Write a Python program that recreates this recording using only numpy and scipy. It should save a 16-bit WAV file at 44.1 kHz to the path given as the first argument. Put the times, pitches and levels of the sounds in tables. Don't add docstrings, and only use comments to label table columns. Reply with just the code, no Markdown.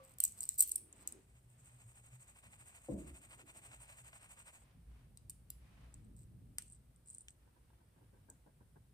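import sys
import numpy as np
from scipy import signal
from scipy.fft import rfft, irfft, next_fast_len
from scipy.io import wavfile
from scipy.ndimage import uniform_filter1d

SR = 44100
rng = np.random.default_rng(int(sys.argv[2]) if len(sys.argv) > 2 else 0)


def transcribe(u):
    v = np.clip(np.atleast_2d(u).T, -1, 1)
    q = np.round(v * 32767).astype(np.int16)
    wavfile.write(sys.argv[1], SR, q)


N = 393813
TIME = np.arange(N) / SR

# (frequency [Hz], gain [dB])
AIR_COLOUR = [(25, -3), (60, 13), (130, 5.5), (250, -3), (500, -8.5), (1000, -16), (2000, -19),
              (4000, -23.5), (7000, -26.5), (8500, -17), (10500, -18.5), (11700, -45), (13000, -18.5),
              (15000, -26), (16000, -52.5)]
AIR_DB = -71.5
# (frequency [Hz], gain [dB])
WALL_COLOUR = [(500, 8.5), (2500, 6), (4500, 3), (6200, 4), (7500, -7.5), (8400, -4), (9600, 5.5),
               (13000, -8), (16000, -5.5)]
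# (start [s], end [s], level [dB])
HUMS = [(1.34, 2.193, -68.5), (3.19, 4.195, -73.5)]

# (time [s], deep rumble [dB], grip before its trim [dB])
CARRY = [(4.6, -88, -85), (4.66, -75.5, -86), (4.79, -72, -71), (4.92, -61, -70.5), (5.62, -61.5, -66),
         (5.7, -68, -65.5), (5.979, -58, -55.5), (7.0, -73.5, -74.5)]
HOLD_DEEP_DB, HOLD_GRIP_DB = -72.5, -74.5
# (frequency [Hz], gain [dB])
RUMBLE_COLOUR = [(25, -19.5), (42, -10.5), (58, 6), (72, -11), (100, -23), (200, -29.5)]
GRIP_COLOUR = [(60, -18.5), (95, 2), (120, 3), (160, -5), (240, -11.5), (330, -22), (600, -35.5)]
# (time [s], level [dB], half length [s])
RUSTLES = [(0, -71.5, 0.21), (0.407, -72, 0.07), (1.052, -69.5, 0.15), (1.675, -76.5, 0.15),
           (4.668, -75, 0.11), (4.977, -76, 0.11), (5.789, -71.5, 0.21)]
# (time [s], level [dB], half length [s], pitch [Hz])
RUBS = [(0.787, -74.5, 0.11, 338), (0.976, -73, 0.3, 370), (1.163, -63.5, 0.041, 348),
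        (3.419, -68.5, 0.071, 330), (3.611, -74.5, 0.2, 324), (4.776, -58, 0.034, 127.6),
        (6.081, -63, 0.067, 234), (6.253, -89, 0.037, 239), (6.523, -71, 0.12, 236),
        (8.144, -69, 0.13, 129.7), (8.72, -67.5, 0.17, 130)]
# (frequency [Hz], gain [dB])
FINGER_COLOUR = [(120, -8), (200, 5.5), (280, 2.5), (360, -8), (480, -14.5), (700, -32.5)]
FINGER_REF_HZ = 240

# (centre [Hz], level [dB], rise [s], t60 [s])
THUD_BANDS = [(63.2, -50, 0.048, 0.92), (126, -53, 0.0042, 1), (188.4, -46, 0.0073, 0.57),
              (299, -45, 0.0046, 0.62), (406, -54, 0.0018, 0.41), (540, -48, 0.001, 0.5),
              (660, -71, .001, 0.14), (840, -63.5, 0.0019, 0.44)]
# (frequency [Hz], level [dB], rise [s], t60 [s])
BOOM_MODES = [(62.3, -53, 0.038, 0.4), (144.8, -51, 0.017, 0.33), (193.4, -42, 0.13, 0.17),
              (302, -49.5, 0.081, 0.26), (332.4, -42.5, 0.001, 0.25), (508, -39, 0.0016, 0.11),
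              (542, -51, 0.0011, 0.17), (635, -51, 0.00086, 0.11), (710, -72, 0.0017, 0.72)]
THUD_S = 2.8858

# (time [s], frequency [Hz], level [dB], t60 [s])
FAINT_RINGS = [(0, 531, -60, .35), (0, 1157, -63, .2), (5.503, 4590, -77, .15), (5.503, 4770, -75, .14),
               (5.503, 4910, -75, .16), (5.503, 5130, -77, .13)]
# (time [s], level [dB], t60 [s], pitch [Hz], clink against the knock [dB])
KNOCKS = [(0.6052, -52, 0.08, 850, -26), (6.5838, -43.5, 0.14, 1950, -24), (7.2838, -49.5, 0.06, 2550, -40)]
# (frequency [Hz], gain [dB])
GLASS_COLOUR = [(500, -19), (680, -13), (1000, -13), (1350, -2), (1900, 0), (2450, 1), (2900, -7),
                (3400, -11), (4300, -8), (5200, -2), (6300, -3), (7200, -10)]
GLASS_REF_HZ = 2000
# (frequency [Hz], level [dB], t60 [s])
CLINK_MODES = [(1300, -1, .09), (1448, 1, .1), (1965, -10, .06), (3004, -3, .06), (3671, -6, .06),
               (4247, -6, .06), (5206, -6, .06), (5889, -3, .07)]

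# (start [s], end [s], level [dB], overtones against that level [dB])
SCRAPES = [(0.031, 0.143, -66.5, -8), (0.222, 0.236, -52, -1.5), (0.246, 0.271, -52.5, -3),
           (0.371, 0.492, -59, -9), (0.5, 0.538, -59, -8.5), (0.425, 0.437, -55.5, -9),
           (0.541, 0.562, -53, -8), (0.579, 0.636, -47, -1), (0.67, 0.699, -50, 2),
           (0.77, 0.782, -61.5, -7), (0.954, 1.04, -66.5, -13), (6.17, 6.241, -69.5, -15),
           (6.659, 6.765, -70.5, -27.5), (7.057, 7.217, -68, -27), (7.283, 7.327, -71, -23)]
# (time [s], contact time [s], ring pitch [Hz],
# ring level [dB], then against the ring: low modes [dB], modes near 10 kHz [dB], overtones [dB])
TICKS = [(0.1844, 0.0017, 7710, -47.0, -14.0, -5.0, -4.0),
         (0.2022, 0.0032, 8280, -26.5, -17.5, -11.5, -6.5),
         (0.2378, 0.0026, 8000, -22.0, -23.5, -12.5, -8.0),
         (0.2497, 0.0034, 7800, -28.0, -22.5, -13.5, -9.5),
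         (0.2772, 0.0029, 7830, -43.5, -18.5, -16.0, -14.5),
         (0.3217, 0.0011, 8040, -46.0, -25.5, -22.0, -22.0),
         (0.4056, 0.0035, 7880, -34.5, -27.0, -21.5, -16.0),
         (0.4204, 0.0038, 8090, -46.0, -21.0, -17.0, -14.0), (0.4304, 0.002, 8080, -37.5, -14, -8, -10),
         (0.4373, 0.0011, 8000, -34.5, -18.0, -17.0, -13.5),
         (0.4526, 0.0029, 8330, -41.5, -23.5, -20.5, -15.5),
         (0.4902, 0.0013, 7800, -24.5, -21.0, -22.0, -15.5),
         (0.5418, 0.0015, 7930, -48, -16.5, -16.0, -9.0), (0.5848, 0.0046, 8330, -37.0, -20.5, -7.5, 0.0),
         (0.5925, 0.0026, 8030, -29.0, -21.0, -9.5, -7.0),
         (0.5955, 0.0031, 8060, -32.0, -23.5, -8.0, -12.5), (0.6, 0.0022, 8130, -29.5, -28.0, -17.5, -21.0),
         (0.6056, 0.0018, 8160, -14.5, -26.0, -17.0, -10.0),
         (0.6081, 0.0022, 8300, -25.0, -21.5, -15.5, -5.0),
         (0.6124, 0.0052, 8280, -44.0, -19.5, -10.0, -7.0),
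         (0.6236, 0.0023, 8160, -26.5, -19.0, -11.0, -2.5),
         (0.6277, 0.0058, 8170, -35.5, -19.0, -7.5, -3.5), (0.6339, 0.0045, 8310, -37.5, -18.0, -9.5, -4.0),
         (0.6757, 0.0013, 8050, -46.5, -15.0, -6.0, 5), (0.6926, 0.0027, 8220, -42.5, -16.0, -10.0, 0.5),
         (0.7149, 0.0019, 8090, -38.5, -16.0, -8.0, -7.0),
         (0.7183, 0.0007, 8200, -23.0, -23.5, -14.0, -10.0),
         (0.7566, 0.0034, 8550, -29.0, -24.0, -9.5, -9.5), (0.779, 0.006, 8550, -51.0, -14.5, -9.5, -7.0),
         (0.9272, 0.0014, 7840, -47.5, -27.0, -24.0, -23.5),
         (1.0744, 0.0008, 7930, -28.5, -18.0, -19.5, -10.0),
         (1.088, 0.0015, 8160, -49.5, -16.0, -17.5, -7.0),
         (1.1229, 0.0021, 8120, -42.5, -20.0, -17.0, -16.5),
         (5.1733, 0.0011, 8390, -49.0, -7.5, -14.0, -11.0),
         (5.2968, 0.0026, 8130, -42.0, -16.5, -8.0, -7.5), (5.3011, 0.0041, 7840, -49.0, -17.5, -9.5, -8.5),
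         (5.5026, 0.0019, 7640, -43.0, -12.0, 0.5, -1.5),
         (5.9416, 0.0014, 7980, -48.5, -19.0, -21.5, -21.0),
         (6.0437, 0.0062, 8190, -71.0, -21.0, -18.0, -24.5),
         (6.165, 0.0019, 8110, -61.0, -20.0, -15.5, -15.5),
         (6.5839, 0.0008, 8260, -28.5, -14.5, -13.5, -9.5),
         (6.622, 0.002, 8190, -48.0, -12.5, -11.5, -14.0),
         (6.678, 0.0075, 8170, -62.5, -25.5, -23.0, -33.0),
         (6.7002, 0.0012, 8200, -52.5, -28.0, -24.5, -35.5),
         (6.7216, 0.0029, 8310, -53.5, -32.0, -28.0, -26.5),
         (6.7295, 0.0058, 8340, -56.5, -29.5, -23.5, -32.0),
         (6.7463, 0.0053, 8350, -63.0, -26.0, -24.0, -27.5),
         (6.9609, 0.0022, 8280, -63.5, -21.0, -20.5, -19.0),
         (7.0731, 0.004, 8470, -57.5, -28.0, -21.5, -26.5),
         (7.0844, 0.0021, 8210, -51.0, -29.0, -24.5, -27.5),
         (7.0939, 0.0009, 8580, -49.5, -28.5, -19.0, -31.0),
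         (7.1013, 0.0013, 8000, -43.5, -32.0, -23.0, -37.5),
         (7.106, 0.0052, 8570, -54.5, -35.0, -12.0, -32.0),
         (7.1294, 0.0047, 8500, -58.0, -26.0, -15.5, -28.0),
         (7.1408, 0.0024, 8240, -53.5, -21.5, -19.5, -26.5),
         (7.1467, 0.0035, 8260, -47.5, -27.0, -16.0, -26.5),
         (7.1828, 0.0014, 8470, -42.0, -36.5, -22.5, -34.0),
         (7.2073, 0.003, 8340, -51.5, -40.0, -42.5, -38.5),
         (7.2155, 0.0057, 8330, -60.5, -27.0, -25.0, -33.5),
         (7.2938, 0.0027, 8200, -64.0, -9.5, -15.5, -24.5),
         (7.3055, 0.0007, 8040, -51.0, -17.0, -23.0, -25.0),
         (8.3004, 0.0019, 7920, -47.5, -23.0, -16.0, -15.5)]
# (frequency [Hz], gain [dB])
MESH_COLOUR = [(5500, -43), (6500, -30), (7300, -11), (7750, -8), (8100, -3), (8400, -5), (8800, -12.5),
               (9500, -25), (10800, -32.5), (11600, -42)]
LOW_COLOUR = [(600, -25), (1000, -15.5), (1700, -16.5), (2800, -5.5), (3400, -7.5), (4050, -2.5),
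              (4850, -1), (5500, -4.5), (6500, -5.5), (7300, -15.5)]
UPPER_COLOUR = [(8800, -24), (9500, -9), (10100, 1.5), (10900, 7), (11600, -15)]
OVERTONE_COLOUR = [(11000, -19.5), (12400, 2.5), (13200, -5), (14400, -5.5), (15500, -13), (16500, -29)]
MESH_REF_HZ = 8060
CHATTER_S, ECHO_T60_S = .003, .022
# (frequency [Hz], level [dB], t60 [s])
BASKET_MODES = [(4240, -2.5, 0.11), (4650, -6, .1), (5022, -5, .1), (5350, -3.5, 0.1019), (7990, -1.5, .11),
                (8000, -1, .13), (8450, -0.5, .12), (8420, -1.5, .13), (8590, 1.5, .1), (9000, -0.5, .08),
                (9700, -0.5, 0.12), (13300, -1.5, .1), (12957, -1, .12), (14234, -1, .1)]

# (time [s], level [dB], length [s], crumbs against the lump [dB])
PLOPS = [(7.464, -71.5, 0.025, -4), (7.555, -74.5, 0.048, -3), (7.698, -75, 0.014, 2),
         (7.725, -76, 0.014, 1), (7.798, -73.5, 0.04, -4), (7.959, -72, 0.047, -6),
         (8.009, -69.5, 0.041, -10), (8.125, -69.5, 0.06, -8), (8.283, -64, 0.04, -8),
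         (8.46, -63.5, 0.033, -8), (8.603, -64.5, 0.028, -8), (8.757, -62.5, 0.02, -5)]
# (frequency [Hz], gain [dB])
PLOP_COLOUR = [(70, -11), (170, 7), (330, 5.5), (560, -1.5), (750, -12), (950, -9), (1250, -41),
               (1480, -13.5), (1590, -4.5), (1700, -30), (3000, -42), (6000, -48.5)]
CRUMB_COLOUR = [(500, -8), (950, 14.5), (1300, -9.5), (1600, 6), (2100, -19), (4000, -32)]
HEAP_COLOUR = [(100, -2.5), (220, -3.5), (420, -11.5), (650, -10), (1200, -13.5), (2500, -17.5),
               (6000, -27.5)]

# (time [s], mesh [dB], powder [dB])
STROKES = [(1.228, -81, -89), (1.302, -77, -79), (1.372, -74, -73.5), (1.446, -79, -85), (1.517, -73, -77),
           (1.604, -70, -82), (1.672, -64.5, -69.5), (1.742, -70, -76), (1.818, -66, -68.5),
           (1.897, -65.5, -71), (1.976, -63.5, -66), (2.061, -63, -67), (2.14, -64, -66.5),
           (2.223, -62, -67.5), (2.298, -64.5, -64.5), (2.379, -65, -66), (2.456, -64.5, -63.5),
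           (2.536, -62, -64), (2.61, -62, -62.5), (2.689, -60, -62), (2.764, -61.5, -61.5),
           (2.852, -62.5, -66), (2.916, -63.5, -66.5), (3.004, -60.5, -64.5), (3.085, -61, -60.5),
           (3.165, -60, -62.5), (3.242, -61.5, -62), (3.327, -59.5, -60.5), (3.402, -61, -59.5),
           (3.493, -60.5, -59.5), (3.573, -59.5, -58.5), (3.656, -58.5, -58.5), (3.737, -61.5, -59.5),
           (3.825, -59.5, -60.5), (3.906, -60, -59.5), (3.992, -60, -62), (4.072, -59.5, -60),
           (4.155, -61, -60), (4.237, -62.5, -59.5), (4.319, -59.5, -61), (4.398, -60.5, -60),
           (4.481, -60.5, -59.5), (4.555, -62, -63.5), (4.612, -70, -82)]
STROKE_STRETCH, STROKE_DETUNE = .1, .012
LINGER_DB = -17
# (frequency [Hz], gain [dB])
SWISH_COLOUR = [(3000, -41.5), (6200, -18.5), (7100, 0), (7800, 1.5), (8450, 5), (9100, -7.5), (10500, -14),
                (11600, -36), (12600, -12.5), (15000, -20), (16000, -35)]
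POWDER_COLOUR = [(250, -29), (600, -0.5), (1150, -2.5), (1700, -4), (2500, 0), (3500, -9), (5000, -16),
                 (8000, -16), (14000, -35.5)]

MID_LEAD_S, TREBLE_LAG_S, TURN_HZ = 8 / SR, 9.55 / SR, 6300
TOP_HZ = 16300


def undb(db):
    return 10 ** (np.asarray(db) / 20)


def unit(x):
    return x / np.sqrt(np.mean(x ** 2) + 1e-30)


def colour(x, points):
    size = next_fast_len(x.shape[-1] + 2048, real=True) * 2
    hz, db = np.transpose(points)
    f = np.arange(size // 2 + 1) * SR / size + 0.0011
    octaves_beyond = np.maximum(np.log2(hz[0] / f), 0) + np.maximum(np.log2(f / hz[-1]), 0)
    gain_db = np.interp(np.log(f), np.log(hz), db) - np.minimum(18 * octaves_beyond, 50)
    cepstrum = irfft(np.log(undb(gain_db)))
    cepstrum[1:size // 2] *= 2
    cepstrum[size // 2 + 1:] = 0
    return irfft(rfft(x, size) * np.exp(rfft(cepstrum)))[..., :x.shape[-1]]


def shifted(points, ratio):
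    return [(hz * ratio, db) for hz, db in points]


def add(track, s, sound):
    i = max(int(s * SR), 0)
    track[..., i:i + sound.shape[-1]] += sound[..., :max(N - i, 0)]


def during(start, end):
    return (TIME > start) & (TIME < end)


def swell(s, half_s):
    return np.exp(-((TIME - s) / half_s) ** 2)


def fade(t, rise_s, t60_s):
    shape = (1 - np.exp(-(t / rise_s) ** 2)) * np.exp(-np.log(1000) * t / t60_s)
    return shape / shape.max()


def flicker(rate, depth_db):
    k = max(int(SR / rate), 2)
    steps = np.repeat(rng.standard_normal(N // k + 1), k)[:N]
    return undb(depth_db * uniform_filter1d(steps, k))


def diffuse(size):
    mid, side = rng.standard_normal((2, size))
    side = colour(side, [(30, -24.5), (110, -17.5), (250, -9.0), (600, -2.0), (1200, -0.5), (20000, -1.0)])
    return np.array([mid + side, mid - side]) / np.sqrt(2)


def grains(size, spread_db):
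    strength = undb(spread_db * np.minimum(rng.exponential(size=size), 6))
    return unit(rng.standard_normal(size) * strength)


def crumbs(size, rate, spread_db):
    hits = (rng.random(size) < rate / SR) * rng.choice([-1, 1], size)
    return unit(hits * undb(spread_db * np.minimum(rng.exponential(size=size), 3)))


def ring(modes, size):
    t = np.arange(size) / SR
    return sum(undb(db) * np.sin(2 * np.pi * hz * t) * np.exp(-np.log(1000) * t / t60)
               for hz, db, t60 in modes)


def ports(x, wide_db=4, wide_hz=1200):
    f = np.arange(N + 1) * SR / (2 * N) + 1e-3
    lag_s = np.interp(f, [TURN_HZ - 500, TURN_HZ + 500], [-MID_LEAD_S, TREBLE_LAG_S])
    right = rfft(x, 2 * N)
    left = right * np.exp(-2j * np.pi * f * lag_s)
    mid = (left + right) / 2
    side = (left - right) / 2 * undb(wide_db * np.exp(-np.log2(f / wide_hz) ** 2))
    return irfft(np.array([mid + side, mid - side]))[:, :N]


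def echoed(x, wet_db, gap_s, t60_s, size):
    tail = diffuse(size) * fade(TIME[:size], gap_s, t60_s)
    tail /= np.sqrt(np.sum(tail ** 2) / 2)
    return undb(wet_db) * signal.fftconvolve(x[None], tail, axes=1)[:, :N]


def room_air():
    return undb(AIR_DB) * unit(colour(diffuse(N), AIR_COLOUR))


def kitchen(x):
    return echoed(colour(x, WALL_COLOUR), wet_db=-12, gap_s=0.0012, t60_s=0.36, size=SR // 2)


def hollow(x):
    return echoed(x, wet_db=-11, gap_s=0.0008, t60_s=ECHO_T60_S, size=SR // 10)


def hum(hz=121, waver=0.038):
    pitch = hz * (1 + waver * np.log(flicker(rate=55, depth_db=8.5)))
    spells = sum(undb(db) * during(start, end) for start, end, db in HUMS)
    strength = uniform_filter1d(spells, size=6000) * flicker(rate=33, depth_db=7.5)
    return strength * unit(np.sin(2 * np.pi * np.cumsum(pitch) / SR))


def handling(grip_trim_db=-2):
    s, deep_db, grip_db = np.transpose(CARRY)
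    carry_deep = np.interp(TIME, s, undb(deep_db), left=0, right=0)
    carry_grip = np.interp(TIME, s, undb(grip_db + grip_trim_db), left=0, right=0)
    deep = np.hypot(undb(HOLD_DEEP_DB), carry_deep)
    grip = np.hypot(undb(HOLD_GRIP_DB), carry_grip) * flicker(rate=16, depth_db=3.5)
    return deep * unit(colour(diffuse(N), RUMBLE_COLOUR)) + grip * unit(colour(diffuse(N), GRIP_COLOUR))


def rustles(hiss_db=-5):
    rustle = sum(undb(db) * swell(s, half_s) for s, db, half_s in RUSTLES)
    rustle = rustle * flicker(rate=110, depth_db=1.2)
    rub = unit(colour(diffuse(N), HEAP_COLOUR))
    hiss = unit(colour(diffuse(N), POWDER_COLOUR))
    return rustle * (rub + undb(hiss_db) * hiss)


def rubs():
    out, t = np.zeros((2, N)), np.arange(-SR // 3, SR // 3) / SR
    for s, db, half_s, hz in RUBS:
        scuff = unit(colour(diffuse(len(t)), shifted(FINGER_COLOUR, hz / FINGER_REF_HZ)))
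        add(out, s + t[0], undb(db) * np.exp(-(t / half_s) ** 2) * scuff)
    return out


def thud(width=0.2):
    out, t = np.zeros((2, N)), TIME[:SR]
    for hz, db, rise_s, t60_s in THUD_BANDS:
        skirt = [(hz / (1 + width) ** 2, -22), (hz / (1 + width), -2),
                 (hz * (1 + width), -2), (hz * (1 + width) ** 2, -26)]
        shape = fade(t, rise_s, t60_s)
        band = colour(diffuse(SR), skirt) * shape
        add(out, THUD_S, undb(db) * unit(band) * np.sqrt(np.mean(shape ** 2)))
    for hz, db, rise_s, t60_s in BOOM_MODES:
        add(out, THUD_S, undb(db) * fade(t, rise_s, t60_s) * np.sin(2 * np.pi * hz * t))
    return out


def faint_rings():
    out, t = np.zeros(N), TIME[:SR]
    for s, hz, db, t60_s in FAINT_RINGS:
        add(out, s, undb(db) * fade(t, 0.00045, t60_s) * np.sin(2 * np.pi * hz * t))
    return out


def knocks(tail_db=-17):
    direct, scattered, t = np.zeros(N), np.zeros((2, N)), TIME[:SR // 3]
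    for s, db, t60_s, hz, clink_db in KNOCKS:
        points = shifted(GLASS_COLOUR, hz / GLASS_REF_HZ)
        crack = colour(rng.standard_normal(len(t)) * np.exp(-t / .0007), points)
        crack /= np.sqrt(np.mean(crack[t < .003] ** 2))
        clink = undb(clink_db) * ring(CLINK_MODES, size=len(t))
        add(direct, s, undb(db) * (crack + clink))
        tail = fade(t, 0.00037, t60_s) * unit(colour(diffuse(len(t)), points))
        add(scattered, s, undb(db + tail_db) * tail)
    return direct, scattered


def scrapes(low_db=-18, catch_db=2, catch_rate=230):
    drag = sum(undb(db) * during(start, end) for start, end, db, _ in SCRAPES)
    bright = sum(undb(db + over_db) * during(start, end) for start, end, db, over_db in SCRAPES)
    drag, bright = uniform_filter1d(np.array([drag, bright]), size=300)
    catches = (rng.random(N) < catch_rate / SR) * rng.uniform(-1, 1, N)
    spurts = grains(N, spread_db=3) * flicker(rate=160, depth_db=3.5)
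    slips = unit(spurts) + undb(catch_db) * unit(catches)
    wires = unit(colour(slips, MESH_COLOUR)) + undb(low_db) * unit(colour(slips, LOW_COLOUR))
    return drag * wires + bright * unit(colour(slips, OVERTONE_COLOUR))


def ticks(chatter_db=-20, trim_db=-0.5, upper_trim_db=-1):
    out, thrown, t = np.zeros(N), np.zeros((2, N)), np.arange(1500) / SR
    for s, contact_s, hz, db, low_db, high_db, over_db in TICKS:
        chatter = undb(chatter_db) * np.exp(-(t - contact_s) / CHATTER_S)
        contact = grains(len(t), spread_db=4.5) * np.where(t < contact_s, 1, chatter)
        contact[0] += 4
        groups = [(shifted(MESH_COLOUR, hz / MESH_REF_HZ), 0), (LOW_COLOUR, low_db),
                  (UPPER_COLOUR, high_db + upper_trim_db), (OVERTONE_COLOUR, over_db)]
        tick = 0
        for points, part_db in groups:
            rung = colour(contact, points)
            contact_rms = np.sqrt(np.sum(rung[t < contact_s + .0014] ** 2) / (contact_s * SR))
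            tick = tick + rung / contact_rms * undb(db + trim_db + part_db)
        add(out, s, tick)
        add(thrown, s, hollow(tick))
    return out, thrown


def basket(x, ring_db=-24):
    wires = ring(BASKET_MODES, size=SR // 2)
    wires = wires / np.sqrt(np.sum(wires ** 2))
    return x + undb(ring_db) * signal.fftconvolve(x, wires)[:N]


def plops(trickle_db=-83, start_s=7.35, end_s=8.45, crumb_rate=300):
    t = TIME[:SR // 4]
    trickle = uniform_filter1d(1. * during(start_s, end_s), size=4000) * flicker(rate=82, depth_db=2.5)
    out = undb(trickle_db) * trickle * unit(colour(diffuse(N), HEAP_COLOUR))
    for s, db, length_s, crumb_db in PLOPS:
        shape = (1 - np.exp(-t / .0015)) * np.exp(-(t / length_s) ** 2)
        patter = np.array([crumbs(len(t), rate=crumb_rate, spread_db=5) for _ in range(2)])
        lump = unit(colour(diffuse(len(t)) * shape, PLOP_COLOUR))
        broken = undb(crumb_db) * unit(colour(patter * shape, CRUMB_COLOUR))
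        add(out, s, undb(db) * np.sqrt(np.mean(shape ** 2)) * (lump + broken))
    return out


def sifting(slide_s=0.015, powder_slide_s=0.016, powder_trim_db=-4.0, lump_db=-1, lump_rate=500,
            wide_db=-5, wide_mesh_db=-8):
    wires, power = np.zeros((3, N)), np.zeros(N)
    t = np.arange(-SR // 12, SR // 12) / SR
    variations = rng.standard_normal((len(STROKES), 2))
    for (s, wire_db, flour_db), (longer, higher) in zip(STROKES, variations):
        u = t / np.exp(STROKE_STRETCH * longer)
        points = shifted(SWISH_COLOUR, 1 + STROKE_DETUNE * higher)
        sizzle = unit(colour(grains((3, len(t)), spread_db=2.5), points))
        slide = np.hypot(np.exp(-(u / (2 * slide_s)) ** 2), undb(LINGER_DB) * np.hanning(len(t)))
        add(wires, s + t[0], undb(wire_db) * slide * sizzle)
        pour = np.exp(-.5 * (u / powder_slide_s) ** 2)
        add(power, s + t[0], undb(flour_db + powder_trim_db) ** 2 * pour)
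    wires = wires * unit(flicker(rate=180, depth_db=2.0))
    lumps = undb(lump_db) * crumbs(N, rate=lump_rate, spread_db=-1.5)
    sliding = grains(N, spread_db=1.5) * flicker(rate=140, depth_db=5.0) + lumps
    flour = np.sqrt(power) * unit(colour(sliding, POWDER_COLOUR))
    falling = undb(wide_db) * np.sqrt(power) * unit(colour(diffuse(N), POWDER_COLOUR))
    return ports(wires[0] + flour) + undb(wide_mesh_db) * wires[1:] + falling


def scene():
    background = room_air() + hum() + handling() + rustles() + rubs() + thud()
    knocked, scattered = knocks()
    dragged = scrapes()
    struck, thrown = ticks()
    sieve = basket(struck + dragged) + faint_rings()
    contacts = ports(sieve + knocked) + thrown + scattered + hollow(dragged) + kitchen(sieve)
    return background + contacts + plops() + sifting()


def record(dry):
    return signal.sosfilt(signal.ellip(8, .2, 70, TOP_HZ, fs=SR, output="sos"), dry)


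dry = scene()
out = record(dry)
transcribe(out)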